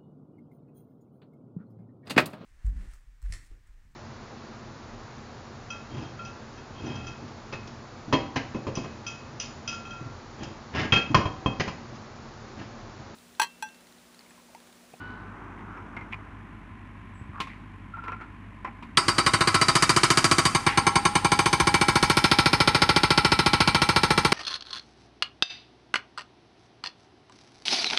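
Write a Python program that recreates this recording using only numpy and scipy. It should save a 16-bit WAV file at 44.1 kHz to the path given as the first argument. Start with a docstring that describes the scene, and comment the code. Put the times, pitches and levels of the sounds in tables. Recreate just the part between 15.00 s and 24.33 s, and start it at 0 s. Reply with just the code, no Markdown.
"""A street between house fronts, one microphone a few metres in front of a small excavator.
The diesel idles while a car rolls by, its brake squealing faintly. The hydraulic breaker nudges rubble
aside and sets its chisel down, then hammers the pavement about 14 times a second, each blow nearly like
the last: a thump, a clatter of the housing, ringing steel. The ring changes as the chisel works from
the crust through a crack into the bed; a wall and the house fronts throw the blows back."""
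import sys
import numpy as np
from scipy import signal
from scipy.fft import rfft, irfft, next_fast_len
from scipy.io import wavfile

SR = 44100
rng = np.random.default_rng(int(sys.argv[2]) if len(sys.argv) > 2 else 0)


def generate_wav(sig):
    """Save sig (samples, or channels by samples) to the path in sys.argv[1] as 16-bit PCM at SR."""
    pcm = np.round(np.clip(np.atleast_2d(sig).T, -1, 1) * 32767).astype(np.int16)
    wavfile.write(sys.argv[1], SR, pcm)


N = 411453
TIME = np.arange(N) / SR


def from_db(db):
    """Decibels to gain."""
    return 10 ** (np.asarray(db) / 20)


def rms_one(x):
    """Scale to rms 1."""
    return x / np.sqrt(np.mean(x ** 2) + 1e-20)


def add(out, s, sound):
    """Mix a sound in at time s."""
    at = int(round(s * SR))
    out[at:at + len(sound)] += sound[:N - at]


def dying(age, t60):
    """Falls 60 dB in t60, silent before age 0."""
    return from_db(-60 * np.maximum(age, 0) / t60) * (age >= 0)


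def ring(age, hz, t60):
    """A struck mode."""
    return np.sin(2 * np.pi * hz * age) * dying(age, t60)


def swell(start_s, hold_s, t60, attack_s=0.0061):
    """Envelope of a short rise, a hold and a dying release."""
    rise = np.clip((TIME - start_s) / attack_s, 0, 1)
    return rise * dying(np.clip(TIME - start_s - hold_s, 0, 3 * t60), t60)


def coloured(x, spectrum):
    """Minimum-phase filter shaped by (frequency [Hz], level [dB]), rolling off below the first row."""
    size = 2 * next_fast_len(len(x) // 2 + 512)
    hz, db = np.transpose(spectrum)
    f = np.maximum(np.fft.rfftfreq(size, 1 / SR), 1)
    gain = from_db(np.interp(np.log(f), np.log(hz), db)) / (1 + (hz[0] / 2 / f) ** 2)
    cepstrum = irfft(np.log(gain))
    cepstrum[1:size // 2] *= 2
    cepstrum[size // 2 + 1:] = 0
    return irfft(rfft(x, size) * np.exp(rfft(cepstrum)))[:len(x)]


def narrow_noise(hz, width_hz):
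    """Noise twice through one resonance; rms 1."""
    b, a = signal.iirpeak(hz, hz / width_hz, fs=SR)
    return rms_one(signal.lfilter(b, a, signal.lfilter(b, a, rng.standard_normal(N))))


def at_time(curve, s):
    """Value of a curve at time s."""
    return np.interp(s, *np.transpose(curve))


def at_stage(columns, stage):
    """Blend three level columns by the chisel's stage: 0 on the crust, 1 cracking, 2 wedged in the bed."""
    return columns @ np.maximum(1 - abs(np.clip(stage, 0, 2) - np.arange(columns.shape[1])), 0)


def excavator(firing_hz=49.6, hunting_hz=1.0, tone_db=-50.5, noise_db=-46.5, cover_db=-58, throb=0.16,
              load_s=3.98, load_rise_s=0.14, load_db=6.5):
    """Firing tones of the governed diesel; combustion, fan and droning cover throb at the firing rate."""
    # combustion and fan noise: (frequency [Hz], relative level [dB])
    spectrum = [(18, -17), (30, 13), (55, -12), (70, -7), (102, -5), (125, -14), (229, -10), (333, -19),
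                (497, -33.5), (863, -26), (1580, -27.5), (1740, -26), (2350, -29), (4630, -54),
                (12000, -60), (15600, -88), (22000, -120)]
    phase = 2 * np.pi * np.cumsum(firing_hz + hunting_hz * narrow_noise(2.6, 3.8)) / SR
    waver_db = narrow_noise(2, 5.9)
    firing = from_db(tone_db + waver_db / 2) * np.sin(phase)
    octave = from_db(tone_db + waver_db) * np.sin(2 * phase)
    noise = coloured(rng.standard_normal(N), spectrum)
    noise = from_db(noise_db) * rms_one(signal.lfilter(*signal.butter(2, 100, "high", fs=SR), noise))
    cover = from_db(cover_db) * narrow_noise(1033, 107)
    load = from_db(load_db * np.clip((TIME - load_s) / load_rise_s, 0, 1))   # the breaker draws oil
    return np.sqrt(2) * (firing + octave) + load * (noise + cover) * (1 + throb * np.cos(phase))


def car_tyres(level_db=-45.5):
    """Tyre noise of the passing car, fading as it leaves."""
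    # tyres on the road: (frequency [Hz], relative level [dB])
    spectrum = [(150, 1), (300, 5), (550, -10), (1000, -0.5), (1500, -2.5), (2200, -23), (3200, -51),
                (6000, -35.5), (12000, -61.5)]
    rolling = rms_one(coloured(rng.standard_normal(N), spectrum))
    return from_db(level_db) * swell(0, hold_s=1, t60=3.2) * rolling


def brake_squeal(hz=1470, rise_hz_per_s=170, waver_hz=6, level_db=-41.5, overtone_db=-17):
    """A brake squeals faintly: a rising, unsteady tone with rasping overtones."""
    pressure = swell(0, hold_s=0.095, t60=1)
    phase = 2 * np.pi * np.cumsum(hz + rise_hz_per_s * TIME + waver_hz * narrow_noise(30, 40)) / SR
    overtones = pressure * np.sin(2 * phase) + from_db(-9) * narrow_noise(3900, 1500)
    rasp = 1 + 0.43 * narrow_noise(150, 400)
    return from_db(level_db) * pressure * (np.sin(phase) + from_db(overtone_db) * overtones * rasp)


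def drags(relative_width=0.23, grain_db=6.0):
    """Each lump grinds over the pavement in uneven grains around a pitch of its own."""
    # dragged lumps: (centre time [s], half length [s], level [dB], pitch [Hz])
    lumps = [(.6, 0.022, -49, 1900), (0.748, 0.046, -44.5, 1390), (0.98, 0.061, -61, 2150),
             (1.134, 0.014, -37, 2300), (2.372, 0.03, -39, 1140), (2.488, 0.075, -49, 2080),
             (3.07, 0.028, -47, 1230), (3.222, 0.025, -42, 1410)]
    out = np.zeros(N)
    grains = rms_one(from_db(grain_db * narrow_noise(113, 200)))
    for s, half_s, db, hz in lumps:
        envelope = np.exp(-np.minimum(((TIME - s) / half_s) ** 2, 50))
        out += from_db(db) * envelope * narrow_noise(hz, relative_width * hz)
    return out * grains


def knocks(crunch_t60=0.1, tail_db=-22, tail_t60=0.69, rubble_db=-10, pitch_db=-7, treble_follow=0.83):
    """The loose chisel bumps on rubble: a noisy crunch and the dry clack of the lumps."""
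    # chisel and stones knocking: (time [s], level [dB], nominal treble [dB], main pitch [Hz])
    hits = [(0.773, -31.5, -46, 1266), (0.967, -26.5, -30, 2130), (1.011, -33, -32, 2090),
            (1.125, -29, -26, 2430), (2.402, -20, -2, 1063), (2.471, -32.5, -13, 1080),
            (2.971, -31.5, -57, 927), (3.038, -32, -17, 980), (3.081, -23, -30, 1350),
            (3.12, -23.5, -36, 1370), (3.211, -31, -20, 1340), (3.647, -21, -40, 1036),
            (3.674, -29.5, -36, 813), (3.825, -32.5, -11, 978)]
    # spectrum of the crunch: (frequency [Hz], level [dB])
    crunch_spectrum = [(100, -5), (350, 3), (600, -9), (1000, 6.5), (1500, -4), (2300, 2.5), (3500, -9.5),
                       (6000, -24.5), (12000, -35)]
    # modes of concrete lumps: (frequency [Hz], level [dB], t60 [s])
    lump_modes = [(1050, -4.5, 0.14), (1370, -11, 0.14), (2150, -23, .07), (2590, -22, 0.061),
                  (3380, -35.5, .04), (5550, -31, 0.074)]
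    out, age = np.zeros(N), np.arange(SR // 3) / SR
    hz, db = np.transpose(crunch_spectrum)
    treble = np.clip(np.log2(hz / 2000), 0, 1)
    attack = 1 - np.exp(-age / 0.00065)
    envelope = attack * (dying(age, crunch_t60) + from_db(tail_db) * dying(age, tail_t60))
    for s, hit_db, treble_db, pitch_hz in hits:
        colour = db + treble * treble_follow * (treble_db + 11.5)
        crunch = coloured(rng.standard_normal(len(age)) * envelope, np.c_[hz, colour])
        lumps = sum(from_db(level + rng.normal(0, 3.4)) * ring(age, f * rng.normal(1, 0.034), t60)
                    for f, level, t60 in lump_modes)
        clack = from_db(rubble_db) * lumps + from_db(pitch_db) * ring(age, pitch_hz, t60=0.11)
        add(out, s, from_db(hit_db) * (crunch + clack))
    return out


def valve(level_db=-69):
    """A hydraulic valve gives one thin, high whistle."""
    return from_db(level_db) * swell(2.135, hold_s=0.065, t60=0.25) * narrow_noise(7850, 350)


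def bumps():
    """A few soft, low bumps, each a quickly damped tone."""
    # bumps: (time [s], level [dB], pitch [Hz])
    thuds = [(2.213, -24.5, 100), (2.292, -25.5, 100), (6.624, -16, 60), (7.018, -20, 60)]
    out = np.zeros(N)
    for s, db, hz in thuds:
        add(out, s, from_db(db) * ring(TIME[:SR // 4], hz, t60=0.047))
    return out


def grate(level_db=-43, judder_db=3):
    """Steel grates over stone: a narrow, juddering tone."""
    judder = from_db(level_db + judder_db * narrow_noise(26, 60))
    return judder * swell(2.935, hold_s=0.18, t60=0.47) * narrow_noise(1370, 76)


def chisel_on_concrete(width_hz=1300):
    """The chisel is set down with a dull knock; later, concrete gives way in short, bright cracks."""
    # the set-down knock, then two cracks: (time [s], level [dB], centre frequency [Hz], t60 [s])
    bursts = [(3.648, -44, 1050, 0.096), (3.9728, -8.5, 3250, 0.021), (5.67, -24.5, 1900, 0.4)]
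    return sum(from_db(db) * narrow_noise(hz, width_hz) * dying(np.minimum(TIME - s, 2), t60)
               for s, db, hz, t60 in bursts)


def blows(blows_per_s=14, unseated_db=-3.5, seating_s=0.59):
    """Every piston blow as (time [s], stage, strength [dB], thump [dB], hardness [dB])."""
    # the piston cycles evenly, its pace shifting a little between runs: (first blow [s], last blow [s])
    runs = [(4.263, 4.4074), (4.4732, 5.4524), (6.2455, 6.3895), (6.4575, 6.8828), (6.9552, 7.241),
            (7.3142, 7.8909), (7.9619, 8.8892), (8.9613, 9.32)]
    # slow blows at the start and as the chisel drops through the crack: (time [s])
    single_blows = [3.9716, 4.0817, 4.182, 5.548, 5.6644, 5.7734, 5.8666, 5.9551, 6.0516, 6.1527]
    # progress of the chisel: (time [s], stage [0 crust, 1 cracking, 2 wedged])
    progress = [(3.9, 0), (5.4, 0), (5.65, 1.33), (6.2, 1.06), (7.0, 1.55), (7.4, 2.23), (9.33, 1.82)]
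    # force of the blows: (time [s], level [dB])
    force = [(3.97, -15.5), (4.68, -15.5), (5.31, -15.0), (5.55, -15.5), (5.87, -13.5), (6.15, -15.5),
             (7.03, -14), (8.03, -14.5), (8.5, -15)]
    # hard stone answers brighter and more abruptly: (time [s], hardness [dB])
    hardness = [(3.97, -8.5), (4.5, -11), (4.8, -1), (5.38, -4.7), (5.55, -7), (6.05, -11), (6.4, -6),
                (6.8, -3.7), (7.24, 4), (7.7, -4), (9.32, -1.8)]
    # level of the thump: (crust [dB], cracking [dB], wedged [dB])
    thump_levels = [-21.5, -21.5, -19.5]
    steady = [np.linspace(first, last, 1 + round((last - first) * blows_per_s)) for first, last in runs]
    s = np.sort(np.concatenate([single_blows, *steady]))
    stage = at_time(progress, s)
    strength_db = at_time(force, s) + rng.normal(0, 0.41, len(s))
    unseated = np.exp(-((s - s[0]) / seating_s) ** 2)   # until the boom has pressed the breaker home
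    thump_db = np.interp(stage, [0, 1, 2], thump_levels) + unseated_db * unseated
    thump_db += rng.normal(0, 0.06, len(s))
    hardness_db = at_time(hardness, s) + rng.normal(0, 1, len(s))
    return zip(s, stage, strength_db, thump_db, hardness_db)


def blow_envelope(age, rattle_s, release_t60, wall_db, street_db, street_t60, wall_s=0.013):
    """Chatter while the piston is in contact, its echo off the wall, then the tail of the street."""
    direct = dying(np.maximum(age - rattle_s, 0), release_t60)
    wall = from_db(wall_db) * dying(age - wall_s, t60=0.097)
    street = from_db(street_db) * dying(age, street_t60)
    attack = 1 - np.exp(-age / 0.00035)
    return attack * np.sqrt(direct ** 2 + wall ** 2 + street ** 2)


def heave(age, low_cut_hz=75):
    """The thump: the casing jumps, then the ground answers; both are too small to radiate deep bass."""
    # casing and ground: (delay after the blow [s], frequency [Hz], level [dB], t60 [s])
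    modes = [(0.0021, 251, 7, 0.014), (0.00711, 133, 11.5, 0.023), (0.0022, 344, 2, 0.045)]
    push = sum(from_db(db) * ring(age - delay, hz, t60) for delay, hz, db, t60 in modes)
    return signal.sosfilt(signal.butter(3, low_cut_hz, "high", fs=SR, output="sos"), push)


def clatter(drive, stage, hardness_db, treble_follow=0.52, low_cut_hz=190):
    """The broad rattle of the housing, brighter on hard stone."""
    # spectrum of the rattle: (frequency [Hz], crust [dB], cracking [dB], wedged [dB])
    spectrum = [(100.0, 11.5, -2, 6.5), (182, -15, -3.5, -3.5), (354, 0, -8.5, -9),
                (452, -14.5, -11.5, -7.5), (663, -8.5, -19, -17.5), (853, -14, -3, -1.5),
                (1330, -2, -16, -18), (1900.0, -9.5, -12, -8.5), (2750, -11.5, -20, -14.5),
                (3830, -21.5, -10, -19), (5000, -14, -24, -9), (6370, -12, -21, -29),
                (9700, -16, -18.5, -26), (12300, -27.5, -29.5, -29.5)]
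    bands = np.array(spectrum)
    treble = np.clip(np.log2(bands[:, 0] / 2000), 0, 1)
    colour = at_stage(bands[:, 1:], stage) + treble * treble_follow * hardness_db
    rattle = coloured(drive, np.c_[bands[:, 0], colour])
    return signal.lfilter(*signal.butter(2, low_cut_hz, "high", fs=SR), rattle)


def steel(drive, stage, looseness, scatter_db=2.5, detune=0.013, narrowing=0.89):
    """Chatter sets the steel ringing; a loose chisel shifts each mode's level and pitch on every blow."""
    # chisel and housing: (frequency [Hz], nominal width [Hz], crust [dB], cracking [dB], wedged [dB])
    resonances = [(811.6, 10.8, -3.5, 4, -4), (937.6, 40.4, -3, 4, 2.5), (998, 47, 0, 3.5, -5.5),
                  (1091, 39.4, 6, 6.5, 1.5), (1247, 98, -3.5, -10, -8), (1334.4, 19.6, 6.5, 4, 6.5),
                  (1407, 75, -19, -5, -0.5), (1525, 70, -2, -7, -5.5), (1642, 29, -6.5, -2, -7),
                  (1885, 63, -4.5, -9, -16), (1920, 180, -6.5, -16, -14), (2150, 72, -3, -3, -5.5),
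                  (2312, 49, -3, 2, -1), (2900, 120, -8.5, -7.5, -10.5), (3006, 130, -5.5, -9.5, -9),
                  (3750, 55, -10.5, -16, -10.5), (3734, 42, -5, -9, -33), (3990, 158, -8.5, -19.5, -5),
                  (4204, 100, -7.5, -13, -8.5), (4586, 194, -4.5, -14, -3), (4672, 40, 3.5, -1, -9),
                  (5070, 26, -1.5, -9, -9), (5204, 88, -18.5, -16, -3), (6250, 56, -13, -3.5, -15),
                  (6680, 52, -45, -16, -18.5), (7040, 80, -30, -42, -24), (8120, 32, -6.5, -8, -14.5),
                  (8650, 50, -6, -5.5, -13.5), (9150, 59, -42, -11, -21), (10030, 71, -19.5, -37, -19)]
    modes, out = np.array(resonances), 0
    levels = at_stage(modes[:, 2:], stage) + scatter_db * looseness * rng.standard_normal(len(modes))
    pitches = modes[:, 0] * (1 + detune * looseness * rng.standard_normal(len(modes)))
    for k, (hz, width, db) in enumerate(zip(pitches, modes[:, 1], levels)):
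        mode = signal.lfilter(*signal.iirpeak(hz, hz / (width * narrowing), fs=SR), drive)
        gain = from_db(db) * np.sqrt(np.pi * width / SR)   # energy grows with the width
        out += (-1) ** k * gain * rms_one(mode)
    return out


def tube(age, stage, swell_s=0.034, scatter_hz=4):
    """The casing tube hums once the chisel bites, its pitch a little different on every blow."""
    # tube modes: (frequency [Hz], t60 [s], crust [dB], cracking [dB], wedged [dB])
    resonances = [(825, 0.54, -40, -12.5, -15.5), (1318, 0.22, -26, -42, -18)]
    modes = np.array(resonances)
    hz = modes[:, :1] + scatter_hz * rng.standard_normal((len(modes), 1))
    hum = from_db(at_stage(modes[:, 2:], stage)) @ ring(age, hz, modes[:, 1:2])
    return hum * (1 - np.exp(-age / swell_s))


def street_rumble(age, level_db=-23, t60=0.36, band_hz=(80, 160), build_s=0.036):
    """The thump lingers between the house fronts as a low rumble."""
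    band = signal.butter(4, band_hz, "band", fs=SR, output="sos")
    rumble = rms_one(signal.sosfilt(band, rng.standard_normal(len(age))))
    return from_db(level_db) * rumble * dying(age, t60) * (1 - np.exp(-age / build_s))


def breaker(crust_renewal=0.31, wedged_renewal=0.15, grit_db=-12, strike_db=-5,
            contact_s=0.0004, contact_db=7, bounce_s=0.0036, bounce_db=3, bounce_t60=0.043):
    """Each blow rattles the housing in nearly the same pattern, which shifts as the stone gives way."""
    out, age = np.zeros(N), np.arange(SR // 3) / SR
    # the chisel rebounds in its bushing: a hard first contact, then a quick row of smaller ones
    first_contact = from_db(contact_db) * dying(age - contact_s, t60=0.005)
    bounces = dying((age - contact_s) % bounce_s, t60=0.0012) * dying(age, bounce_t60)
    contacts = 1 + from_db(bounce_db) * bounces
    stone_envelope = contacts * blow_envelope(age, rattle_s=0.012, release_t60=0.06,
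                                              wall_db=-8.5, street_db=-14, street_t60=1.0)
    steel_envelope = contacts * blow_envelope(age, rattle_s=0.005, release_t60=0.025,
                                              wall_db=-7, street_db=-18, street_t60=0.5)
    strike = from_db(strike_db) * rms_one(1.0 * (age == 0))   # the piston hits every mode at once
    pattern, thump = rng.standard_normal(len(age)), heave(age)
    for s, stage, strength_db, thump_db, hardness_db in blows():
        renewal = np.interp(stage, [0, 2], [crust_renewal, wedged_renewal])
        pattern = np.sqrt(1 - renewal) * pattern + np.sqrt(renewal) * rng.standard_normal(len(age))
        chatter = pattern + from_db(grit_db) * rng.standard_normal(len(age))   # freshly crushed stone
        stone_drive = rms_one(chatter * (stone_envelope + first_contact * from_db(hardness_db)))
        rattle = clatter(stone_drive, stage, hardness_db)
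        rings = steel(strike + rms_one(chatter * steel_envelope), stage, looseness=np.sqrt(renewal))
        blow = rattle + rings + tube(age, stage) + street_rumble(age)
        add(out, s, from_db(strength_db) * blow + from_db(thump_db) * thump)
    return out


def scene():
    """The street in mono, from a few metres in front of the breaker."""
    background = excavator() + car_tyres() + brake_squeal()
    handling = drags() + knocks() + valve() + bumps() + grate()
    return (background + handling + chisel_on_concrete() + breaker())[None]


def record(dry, low_cut_hz=38, roll_off_hz=11600, cutoff_hz=12200):
    """The microphone drops the deepest bass, the highest peaks are rounded and the top is cut."""
    sound = signal.sosfilt(signal.butter(4, low_cut_hz, "high", fs=SR, output="sos"), dry)
    sound = signal.sosfilt(signal.butter(8, roll_off_hz, fs=SR, output="sos"), np.tanh(sound))
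    return signal.sosfilt(signal.ellip(10, .3, 80, cutoff_hz, fs=SR, output="sos"), sound)


dry = scene()
out = record(dry)
generate_wav(out)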